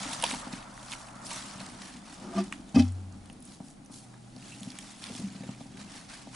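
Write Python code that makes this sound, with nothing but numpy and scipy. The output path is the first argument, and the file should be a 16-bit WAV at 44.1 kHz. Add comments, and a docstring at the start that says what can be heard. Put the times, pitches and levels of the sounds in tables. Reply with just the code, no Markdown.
"""Hamsters on paper in a shallow tray

Hamsters scurry over crumpled tissue and newspaper, close to a hand-held camera. Paper rustles as
noise broken into tiny bursts, and creases snap as ticks with pitched bursts. Paws and a dragged lump of
food drive the resonant modes of the tray, and the lump grinds on its rim and drops with a double thump
that booms in the table. Behind lie shaped noise for room air, a wavering mains hum and handling rumble."""
import sys
import numpy as np
from scipy import signal
from scipy.fft import rfft, irfft, next_fast_len
from scipy.io import wavfile
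from scipy.ndimage import uniform_filter1d

SR = 44100
rng = np.random.default_rng(int(sys.argv[2]) if len(sys.argv) > 2 else 0)


def decibels_to_gain(level_db):
    """Convert a level in decibels to a linear amplitude gain (20 dB per decade)."""
    exponent = np.asarray(level_db, float) / 20
    return 10 ** exponent


def unload_wav(signal):
    """Save mono or channel-first audio to the path in sys.argv[1] as 16-bit WAV at rate SR, clipped to [-1, 1]."""
    wavfile.write(
        sys.argv[1],
        SR,
        np.round(np.clip(np.atleast_2d(signal).T, -1, 1) * 32767).astype(np.int16),
    )


N = 280343  # samples
M = next_fast_len(N)  # Fourier length in samples
T = np.arange(N) / SR  # time in s

# Spectrum of crisp paper. Each row: frequency in Hz, relative density in dB per Hz.
PAPER_SPECTRUM = [(710, -18), (1200, -13), (1610, -3.5), (2000, -3), (2920, -1.5), (5500, -1.5),
                  (10600, -5.5), (11200, -17.5), (11500, -27), (22000, -120)]
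# Spectrum of whole sheets swishing. Each row: frequency in Hz, relative density in dB per Hz.
SHEET_SPECTRUM = [(210, -39), (350, -15), (481, -12.5), (555, -2.5), (888, 1), (1370, -1), (1670, -8),
                  (2200, -13), (3380, -30), (5720, -120)]
# A body shoves the paper. Each row: peak time in seconds, crisp rustle in dB, rise in seconds per 10 dB,
# fall in seconds per 10 dB, spectral tilt in dB per octave.
PAPER_SHOVES = [(0.0, -38, .02, .2, 0), (.14, -44, .06, .08, 2), (.2, -42, .012, .012, 0),
                (.245, -36, .012, .08, -1), (.31, -38, .08, .07, 0), (.4, -47, .06, .025, 1),
                (.53, -43, .02, .07, -2), (.83, -53, .12, .2, 3), (.93, -41, .05, .03, 1),
                (1.0, -53, .1, .15, 3), (1.26, -47, .02, .1, 5), (1.315, -41, .03, .25, 0),
                (1.61, -45, .04, .04, -1.5), (1.84, -46, .08, .14, -1), (2.13, -52, .08, .5, 0),
                (2.39, -42, .035, .04, -3.5), (2.44, -50, .02, .06, 1), (2.535, -53, .02, .05, 0),
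                (2.75, -41, .004, .03, -3), (2.797, -41, .03, .025, 0), (3.45, -59, .04, .15, 6),
                (3.55, -57, .08, .03, 3), (3.71, -61, .15, .03, 6), (3.93, -57, .02, .1, 7),
                (3.98, -56, .05, .05, 6), (4.04, -58, .04, .02, 4), (4.48, -51, .12, .6, 1),
                (4.76, -54, .2, .08, -1), (4.92, -53, .1, .05, 0), (5.02, -48, .015, .2, 1),
                (5.07, -50, .04, .06, -3), (5.18, -46, .08, .05, 2), (5.3, -56, .1, .2, -2),
                (5.49, -52, .2, .1, -1.5), (5.61, -54, .03, .06, 0), (5.81, -50, .07, .05, -2),
                (5.91, -47, .04, .14, -1), (6.11, -46, .035, .12, -1.5), (6.2, -53, .05, .06, -1.5),
                (6.35, -47, .03, .1, -1)]
# Sheets swish below the crisp rustle, more under a dull shove.
SWISH_DB, SWISH_DB_PER_TILT = -8, -1.1
# Paper settles between shoves. Each row: time in seconds, crisp rustle in dB, swish of the sheets in dB.
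PAPER_SETTLING = [(0, -52, -46), (.4, -52, -47), (.65, -61, -49), (.87, -56, -49), (1.0, -57, -48.5),
                  (1.24, -60, -50), (1.7, -55, -51), (2.05, -62, -57), (2.35, -62, -51), (2.58, -68, -60),
                  (2.73, -68, -62), (2.86, -57, -57), (2.96, -69, -64), (3.35, -66, -64), (3.8, -72, -65),
                  (4.1, -69, -65), (4.2, -65, -65), (4.33, -70, -65), (4.4, -65, -65), (6.36, -67, -68)]
# Single creases snap. Each row: start in seconds, level in dB, pitch in Hz,
# sharp tick relative to the pitched burst in dB.
CREASE_SNAPS = [(.1315, -23.5, 3800, 5), (.2239, -21, 8960, 2), (.2252, -20, 3280, -9),
                (.2385, -11, 3100, -1), (0.263, -21, 3240, -12), (0.3115, -20.5, 2230, 2),
                (0.321, -28, 9050, 0), (0.338, -27, 1780, -2), (.527, -30, 4000, 1), (.536, -31, 2350, -4),
                (.626, -37, 2600, -2), (.7764, -32, 1400, -4), (.883, -36, 4000, 2), (0.9177, -25, 3580, 2),
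                (.925, -27, 2420, 2), (0.9345, -24, 2340, -2), (1.085, -38, 2600, 0),
                (1.3065, -31.5, 2260, 5), (1.33, -26, 7400, -5), (1.3613, -31, 5920, -5),
                (1.6013, -32, 3830, -12), (2.524, -18.5, 2000, -8), (2.8213, -28, 4520, -8),
                (2.879, -39, 5160, -2), (2.921, -43, 9400, 5), (3.1236, -44, 5700, -6),
                (3.2984, -36.5, 2300, 2.5), (3.3273, -40, 9240, -2), (3.403, -43, 10300, -6),
                (3.4238, -38, 10100, 1), (3.4516, -37, 9900, -2), (3.848, -46, 9500, -2),
                (3.86, -43, 6000, 2), (4.3628, -39.5, 4660, 0), (3.602, -45, 1400, -6),
                (4.14, -40, 1300, -8), (4.425, -39, 2600, -6), (4.6054, -36, 8000, 2),
                (4.631, -33, 3500, 5), (4.7022, -30, 4660, -5), (4.7868, -29, 2970, 6),
                (5.1506, -31, 3150, -1), (5.435, -40, 2400, 0), (5.772, -38, 2370, -2)]
# Paper scrapes and squeaks. 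Each row: start in seconds, level in dB, pitch in Hz, 60 dB decay in seconds.
PAPER_SCRAPES = [(1.2516, -36, 7400, .027), (2.4379, -38, 8800, .02), (2.538, -38, 1700, .022),
                 (2.758, -25, 5100, .02), (4.517, -39, 2650, .079)]
SNAP_T60_S, SCRAPE_TICK_DB = .013, -13

# Paws patter on the tray and shake it. Each row: time in seconds, relative level in dB.
PAW_PATTER = [(0.0, -42), (0.53, -44), (1.01, -56), (1.26, -44), (1.9, -44.5), (2.14, -46.5), (2.33, -41),
              (2.53, -42), (2.72, -46), (2.94, -43), (4.2, -52), (4.57, -44), (4.95, -51), (5.13, -39),
              (5.28, -40), (5.59, -47), (5.84, -42), (6.1, -54), (6.36, -54)]
# Blows and scrapes on the tray. Each row: start in seconds, force level in dB, pitch of the spot in Hz,
# swell in seconds, hard edge relative to the blow in dB.
TRAY_KNOCKS = [(.053, -33, 287, 0.02, -14), (0.232, -21, 930, 0.012, -18), (.236, -32, 600, .008, -14),
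               (.31, -34, 930, .008, -8), (.327, -35, 250, 0.013, -10), (.336, -31, 930, .008, -10),
               (.345, -36, 215, .016, -20), (0.468, -39, 273, .008, -10), (0.53, -34.5, 221, .011, -17),
               (1.311, -33, 1030, 0.01, -12), (1.607, -42.5, 170, 0.013, -8), (2.225, -30, 362, 0.06, -35),
               (2.27, -28, 362, .07, -35), (2.225, -28, 203, .1, -35), (2.325, -33, 690, 0.035, -30),
               (2.345, -14, 200, 0.075, -45), (2.345, -21, 355, 0.04, -40), (2.368, -34, 1180, 0.028, -16),
               (2.374, -21.5, 678, 0.024, -20), (2.385, -17, 362, 0.04, -28),
               (2.743, -25.5, 177, 0.0093, -20), (2.742, -33, 770, .02, -20), (2.756, -22, 140, 0.01, -17),
               (2.756, -27, 440, .01, -20), (2.758, -9.5, 244.6, 0.018, -35), (2.762, -38, 1240, .013, -20),
               (2.771, -14, 300, 0.016, -20), (2.778, -29, 790, .035, -20),
               (2.787, -9.5, 242.7, 0.0296, -28), (2.79, -31, 614, .03, -20), (2.808, -34, 790, .02, -20),
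               (3.297, -45.5, 170, 0.0093, -8), (3.602, -38.5, 187, 0.0086, -10),
               (3.899, -40.5, 267, .012, -18), (4.365, -44, 191, 0.018, -12), (4.612, -36, 208, 0.017, -19),
               (4.669, -35.5, 210, 0.013, -20), (5.095, -42, 520, .012, -12), (5.102, -35, 215, 0.016, -16),
               (5.149, -40, 268, 0.0095, -12), (5.19, -29, 199, 0.036, -25), (5.222, -21.5, 205, 0.05, -32),
               (5.35, -38, 200, .02, -20), (5.406, -39, 206, 0.0074, -16), (5.432, -41, 540, 0.011, -12),
               (5.489, -34, 191, 0.0075, -13), (5.607, -38.5, 246, 0.0091, -9),
               (5.656, -42, 190, .012, -12), (5.78, -44, 246, 0.0073, -20), (6.271, -41.5, 277, 0.011, -6)]
EDGE_HZ, EDGE_S = 720, .0035  # the hard edge is a brief contact that reaches the upper modes
# The lump is dragged over the tray floor until it catches. Each row: time in seconds, relative level in dB.
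LUMP_DRAG = [(2.14, -60), (2.23, -45), (2.33, -41), (2.385, -36), (2.43, -55)]
STEP_FORCE_DB = -30  # offset of steps and drag
STEPS_TILT_DB, DRAG_TILT_DB = -16.5, -4  # per octave
# Modes of the tray. Each row: frequency in Hz, relative level in dB, 60 dB decay in seconds.
TRAY_MODES = [(140, -10, 0.034), (189, -13.5, 0.058), (199, -4, 0.21), (240, -8.5, 0.033), (248, -4, .16),
              (277, -3.5, 0.13), (302, -12.5, 0.08), (369, -9, 0.12), (445, -9, 0.15), (530, 2, 0.035),
              (614, -2.5, 0.072), (678, 0.5, 0.064), (790, 0, 0.085), (930, 7, 0.02), (1185, 7, 0.07)]
TRAY_LOW_HZ = 119
MODE_PAN_DB = 1.5  # neighbouring modes lean to opposite sides
# The crust of the lump grinds on the rim. Each row: time in seconds, relative level in dB.
CRUST_GRIND = [(2.36, -70), (2.39, -47), (2.43, -80), (2.74, -90), (2.746, -52), (2.762, -41), (2.774, -54),
               (2.797, -37), (2.81, -52), (2.83, -62), (2.9, -72)]
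# Modes of the stiff rim. Each row: frequency in Hz, relative level in dB, 60 dB decay in seconds.
RIM_MODES = [(1720, -6, .05), (2080, -3, .06), (2570, 0, .05), (3110, -3, .05), (3390, -5, .05),
             (4080, -7, .05), (4700, -4, .015), (5330, -5, .03), (5840, -3, .03)]
# The table under the tray booms at heavy blows. Each row: start in seconds, force level in dB.
TABLE_BOOMS = [(2.761, -21)]
TABLE_HZ, TABLE_T60_S = 92.5, 0.91

# Spectrum of the room air. Each row: frequency in Hz, relative density in dB per Hz.
AIR_SPECTRUM = [(12, -45), (20, -6), (76, -16.5), (132, -9), (168, -4), (250, -0.5), (293, -5.5),
                (426, -20.5), (827, -10), (920, -34.5), (1740, -26), (8580, -32), (9300, -27.5),
                (10600, -34.5), (11500, -40), (22000, -120)]
AIR_DB = -53.5
# Likeness of the air at left and right. Each row: frequency in Hz, likeness from 0 to 1.
AIR_LIKENESS = [(60, 0.77), (270, 0.76), (580, 0), (1220, 0), (2600, 0), (5500, 0.62), (11000, 0.9)]
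# Wavering mains hum. Each row: time in seconds, level in dB.
HUM_LEVELS = [(0, -65), (.5, -58), (1.2, -58.5), (2, -75), (2.5, -64), (3.3, -68), (3.75, -74), (4.1, -54),
              (4.55, -56), (4.92, -68), (5.3, -55), (5.6, -54), (6.1, -72), (6.36, -52)]
HUM_HZ = 122.5
# Deep rumble while the hand moves the camera. Each row: time in seconds, level in dB.
HANDLING_LEVELS = [(0, -56), (1, -61.5), (2, -64), (3.2, -58), (3.6, -70), (5, -70), (6.36, -65)]
ROOM_T60_S, ROOM_DB = 0.18, -15
TOP_HZ = 11150


def unit(x):
    """Normalisation: scale to an rms of 1."""
    return x / np.sqrt(np.mean(x ** 2))


def curves(table):
    """Linear interpolation: the columns of a time table at every sample."""
    s, *columns = np.transpose(table)
    return [np.interp(T, s, c) for c in columns]


def gated_gain(table):
    """Amplitude envelope: a level table as gain, silent outside its first and last times."""
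    return decibels_to_gain(curves(table)[0]) * (T > table[0][0]) * (T < table[-1][0])


def across(table):
    """Interpolation over log frequency: a frequency table at every Fourier bin."""
    hz, value = np.transpose(table)
    return np.interp(np.log(np.fft.rfftfreq(M, 1 / SR) + 1), np.log(hz), value)


def colour(x, table):
    """Linear filtering: multiply the spectrum of x by that of a table."""
    return irfft(rfft(x, M) * decibels_to_gain(across(table)), M)[:N]


def walk(rate):
    """Slow random modulation: levels drawn at a rate in Hz and slewed, with an rms of 1."""
    k = int(SR / rate)
    held = np.repeat(rng.standard_normal(N // k + 1), k)
    return unit(uniform_filter1d(held, k)[:N])


def ring(x, hz, t60):
    """Damped resonance: a unit push starts a sine that decays by 60 dB in t60 seconds."""
    pole = np.exp(2j * np.pi * hz / SR - np.log(1000) / (t60 * SR))
    return signal.lfilter([0, pole.imag], [1, -2 * pole.real, abs(pole) ** 2], x)


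def pan(x, db):
    """Level difference between the ears: left stands above right by db."""
    return x * decibels_to_gain(np.array([[db], [-db]]) / 2)


def spread(mid, side, side_db):
    """Sum and difference stereo: a common part plus a part of opposite sign at each side."""
    return mid + decibels_to_gain(side_db) * side * np.array([[1], [-1]])


def crinkle(rate, spread_db, burst_s):
    """Shot noise: random tiny bursts, rate a second, whose levels in dB are exponentially distributed."""
    chance, size = rng.random((2, N))
    starts = (chance < rate / SR) * decibels_to_gain(-spread_db * np.log(1 - size))
    t = T[:int(8 * burst_s * SR)] / burst_s
    envelope = signal.oaconvolve(starts, t * np.exp(-t))[:N]
    return unit(envelope * rng.standard_normal(N))


def bounce(x, lag_s, share):
    """Reflection: the sound plus its delayed, weaker return off the tray floor."""
    lag = int(lag_s * SR)
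    return x + share * np.pad(x, (lag, 0))[:len(x)]


def add(force, s, db, hz, swell_s):
    """Contact force: swells and lets go, trembling at its pitch; the shorter, the more modes it reaches."""
    shape = np.hanning(int(np.clip(swell_s, .002, .1) * SR))
    at = int(s * SR)
    tremble = np.sin(2 * np.pi * hz * T[:len(shape)])
    force[at:at + len(shape)] += 2 * decibels_to_gain(db) * shape / shape.sum() * tremble


def shoves():
    """Addition of powers: each shove rises and dies exponentially over the settling paper."""
    t = T[::32]
    crisp, swish = (decibels_to_gain(db[::32]) ** 2 for db in curves(PAPER_SETTLING))
    tilt = 0
    for s, db, rise_s, fall_s, tilt_db in PAPER_SHOVES:
        drop_db = 10 * np.where(t < s, (s - t) / rise_s, (t - s) / fall_s)
        power = decibels_to_gain(db - drop_db) ** 2
        crisp = crisp + power
        tilt = tilt + tilt_db * power
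        swish = swish + power * decibels_to_gain(SWISH_DB + SWISH_DB_PER_TILT * tilt_db) ** 2
    levels = 10 * np.log10(crisp), 10 * np.log10(swish), tilt / crisp
    return [np.interp(T, t, c) for c in levels]


def twangs(count, lo_hz, hi_hz, ring_s, spread_db):
    """Plate flexure: stiff facets of paper pop and ring very briefly, each at its own pitch and side."""
    out = np.zeros((2, N + SR))
    for when, pitch, size, side, length in rng.random((count, 5)):
        t = T[:int((.5 + length) * ring_s * SR)]
        hz = lo_hz + (hi_hz - lo_hz) * pitch ** 1.5
        note = np.sin(np.pi * t / t[-1]) ** 2 * np.sin(2 * np.pi * hz * t)
        at = int(when * N)
        out[:, at:at + len(t)] += pan(note * decibels_to_gain(spread_db * size), 7 * (side - .5))
    return unit(out[:, :N])


def paper():
    """Crackling noise: crisp crinkles of changing spectral tilt over the swish of whole sheets."""
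    crisp_db, swish_db, tilt_db = shoves()
    fibres = spread(*(crinkle(2500, 2.8, 0.0013) for _ in range(2)), -6.5)
    ticks = pan(bounce(crinkle(120, 3.0, 0.00017), 0.00091, 0.73), -1.2) * decibels_to_gain(-10)
    facets = twangs(count=7000, lo_hz=1500., hi_hz=11000., ring_s=.012, spread_db=13.) * decibels_to_gain(-7)
    coloured = unit(np.array([colour(g, PAPER_SPECTRUM) for g in fibres + ticks + facets]))
    spectrum = rfft(coloured, M)
    octaves = np.log2((np.fft.rfftfreq(M, 1 / SR) + 1) / 4000)
    crisp = 0
    for centre in np.arange(-2.4, 2, .4):  # overlapping triangular bands
        weight = np.clip(1 - np.abs(octaves - centre) / .4, 0, 1)
        band = irfft(spectrum * weight, M)[:, :N]
        # each fold favours its own pitches for a moment
        crisp = crisp + band * decibels_to_gain(tilt_db * centre + 0.85 * walk(30))
    sheets = spread(*(crinkle(2000, 0.83, 0.0024) for _ in range(2)), -4.5)
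    swish = unit(np.array([colour(g, SHEET_SPECTRUM) for g in sheets]))
    crisp = pan(crisp, -0.2) * decibels_to_gain(crisp_db)
    swish = swish * decibels_to_gain(swish_db + 0.5 * walk(25))
    return decibels_to_gain(1.2 * walk(18)) * (crisp + swish)


def tray():
    """Modal excitation: blows ring modes near their pitches; light steps and the dragged lump stir them all."""
    force = np.zeros(N)
    for s, db, hz, swell_s, edge_db in TRAY_KNOCKS:
        add(force, s, db, hz, swell_s)
        add(force, s, db + edge_db, EDGE_HZ, EDGE_S)
    steps = crinkle(500, 2.2, .002) * decibels_to_gain(curves(PAW_PATTER)[0] + STEP_FORCE_DB)
    drag = crinkle(900, 1.5, .002) * gated_gain(LUMP_DRAG) * decibels_to_gain(STEP_FORCE_DB)
    drag = signal.sosfilt(signal.butter(4, 180., "highpass", fs=SR, output="sos"), drag)
    out = 0
    for k, (hz, db, t60) in enumerate(TRAY_MODES):
        octaves = np.log2(hz / 200)
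        push = force + steps * decibels_to_gain(STEPS_TILT_DB * octaves) + drag * decibels_to_gain(DRAG_TILT_DB * octaves)
        out = out + decibels_to_gain(db) * pan(ring(push, hz, t60), 0.8 + MODE_PAN_DB * (-1) ** k)
    # a small tray radiates no deep bass
    return signal.sosfilt(signal.butter(2, TRAY_LOW_HZ, "highpass", fs=SR, output="sos"), out)


def air():
    """Partial coherence: shaped noise, more alike at left and right in bass and treble than between."""
    alike = np.clip(across(AIR_LIKENESS), 0, 1)
    parts = []
    for sign in (1, -1):  # common part, then differing part
        noise = rfft(rng.standard_normal(M))
        parts.append(irfft(noise * decibels_to_gain(across(AIR_SPECTRUM)) * np.sqrt(1 + sign * alike), M)[:N])
    return unit(spread(*parts, 0)) * decibels_to_gain(AIR_DB + 0.27 * walk(6))


def mains_hum():
    """Frequency modulation: a sine whose pitch wanders slowly while its level wavers."""
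    phase = 2 * np.pi * np.cumsum(HUM_HZ + 1.15 * walk(4.08)) / SR
    return np.sqrt(2) * decibels_to_gain(curves(HUM_LEVELS)[0]) * np.sin(phase)


def handling():
    """Structure-borne sound: band-limited low noise murmurs through the camera body."""
    band = signal.butter(2, [24., 60.], "bandpass", fs=SR, output="sos")
    rumble = signal.sosfilt(band, rng.standard_normal(N))
    return pan(unit(rumble) * decibels_to_gain(curves(HANDLING_LEVELS)[0]), 1.4)


def room(x):
    """Reverberation: convolution with a short decaying noise tail, different for each channel."""
    t = T[:SR // 2]
    tails = rng.standard_normal((2, len(t))) * np.exp(-np.log(1000) * t / ROOM_T60_S) * (t > .003)
    tails = tails / np.sqrt(np.sum(tails ** 2, axis=1, keepdims=True))
    return decibels_to_gain(ROOM_DB) * signal.fftconvolve(x, tails, axes=1)[:, :N]


def snaps():
    """Sudden release of strain: each crease gives a sharp wide tick and a noise burst round its own pitch."""
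    out, t = np.zeros(N), T[:4000]
    creases = [(s, db, hz, SNAP_T60_S, tick_db) for s, db, hz, tick_db in CREASE_SNAPS]
    scrapes = [(*row, SCRAPE_TICK_DB) for row in PAPER_SCRAPES]
    for s, db, hz, t60, tick_db in creases + scrapes:
        noise = rng.standard_normal((2, len(t)))
        shape = (1 - np.exp(-t / (0.045 * t60))) * np.exp(-np.log(1000) * t / t60)
        # a short snap spreads wide in frequency, a long one keeps to its pitch
        burst = np.diff(noise[0] * shape, prepend=0)
        burst = ring(ring(burst, hz, 0.11 * t60), hz, 0.11 * t60)
        burst = burst * np.sqrt(np.sum(shape ** 2) / np.sum(burst ** 2)) / shape.max() * 0.34
        tick = np.diff(noise[1] * np.sqrt(t / .0004) * np.exp(-t / 0.00064), prepend=0)
        tick = bounce(tick, rng.uniform(0.00073, .0008), .8)
        tick = decibels_to_gain(tick_db) * tick / np.abs(tick).max()
        at = int(s * SR)
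        out[at:at + len(t)] += decibels_to_gain(db) * (burst + tick)[:N - at]
    return pan(out, -2.2)


def rim():
    """Frictional excitation: dense gritty contacts ring the modes of the rim."""
    grit = crinkle(2500, 2.2, .0004) * gated_gain(CRUST_GRIND)
    out = 0
    for k, (hz, db, t60) in enumerate(RIM_MODES):
        mode = ring(grit, hz, t60) / np.sqrt(t60 * SR / 28)  # evens out long and short ringing
        out = out + decibels_to_gain(db) * pan(mode, 2.5 * (-1) ** k)
    return out


def table():
    """Single resonance: the boom builds while the force swells, then rings long."""
    force = np.zeros(N)
    for s, db in TABLE_BOOMS:
        add(force, s, db, TABLE_HZ, 0.037)
    return pan(ring(force, TABLE_HZ, TABLE_T60_S), 1.3)


def scene():
    """Superposition: paper and tray with their reverberation, the table below, air, hum and rumble behind."""
    crisp = paper() + snaps() + rim()
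    drum = tray()
    reverberation = room(crisp + decibels_to_gain(-6.5) * drum)
    return crisp + drum + reverberation + table() + air() + mains_hum() + handling()


def top_cut(x):
    """Nothing passes above the cut-off."""
    return signal.sosfilt(signal.butter(12, 12360, fs=SR, output="sos"), x)


def record(dry):
    """Low-pass filtering: the camera cuts the top steeply with an elliptic filter."""
    steep = signal.ellip(10, .3, 60, TOP_HZ, fs=SR, output="sos")
    mix = signal.sosfilt(steep, dry)
    return top_cut(mix)


dry = scene()
out = record(dry)
unload_wav(out)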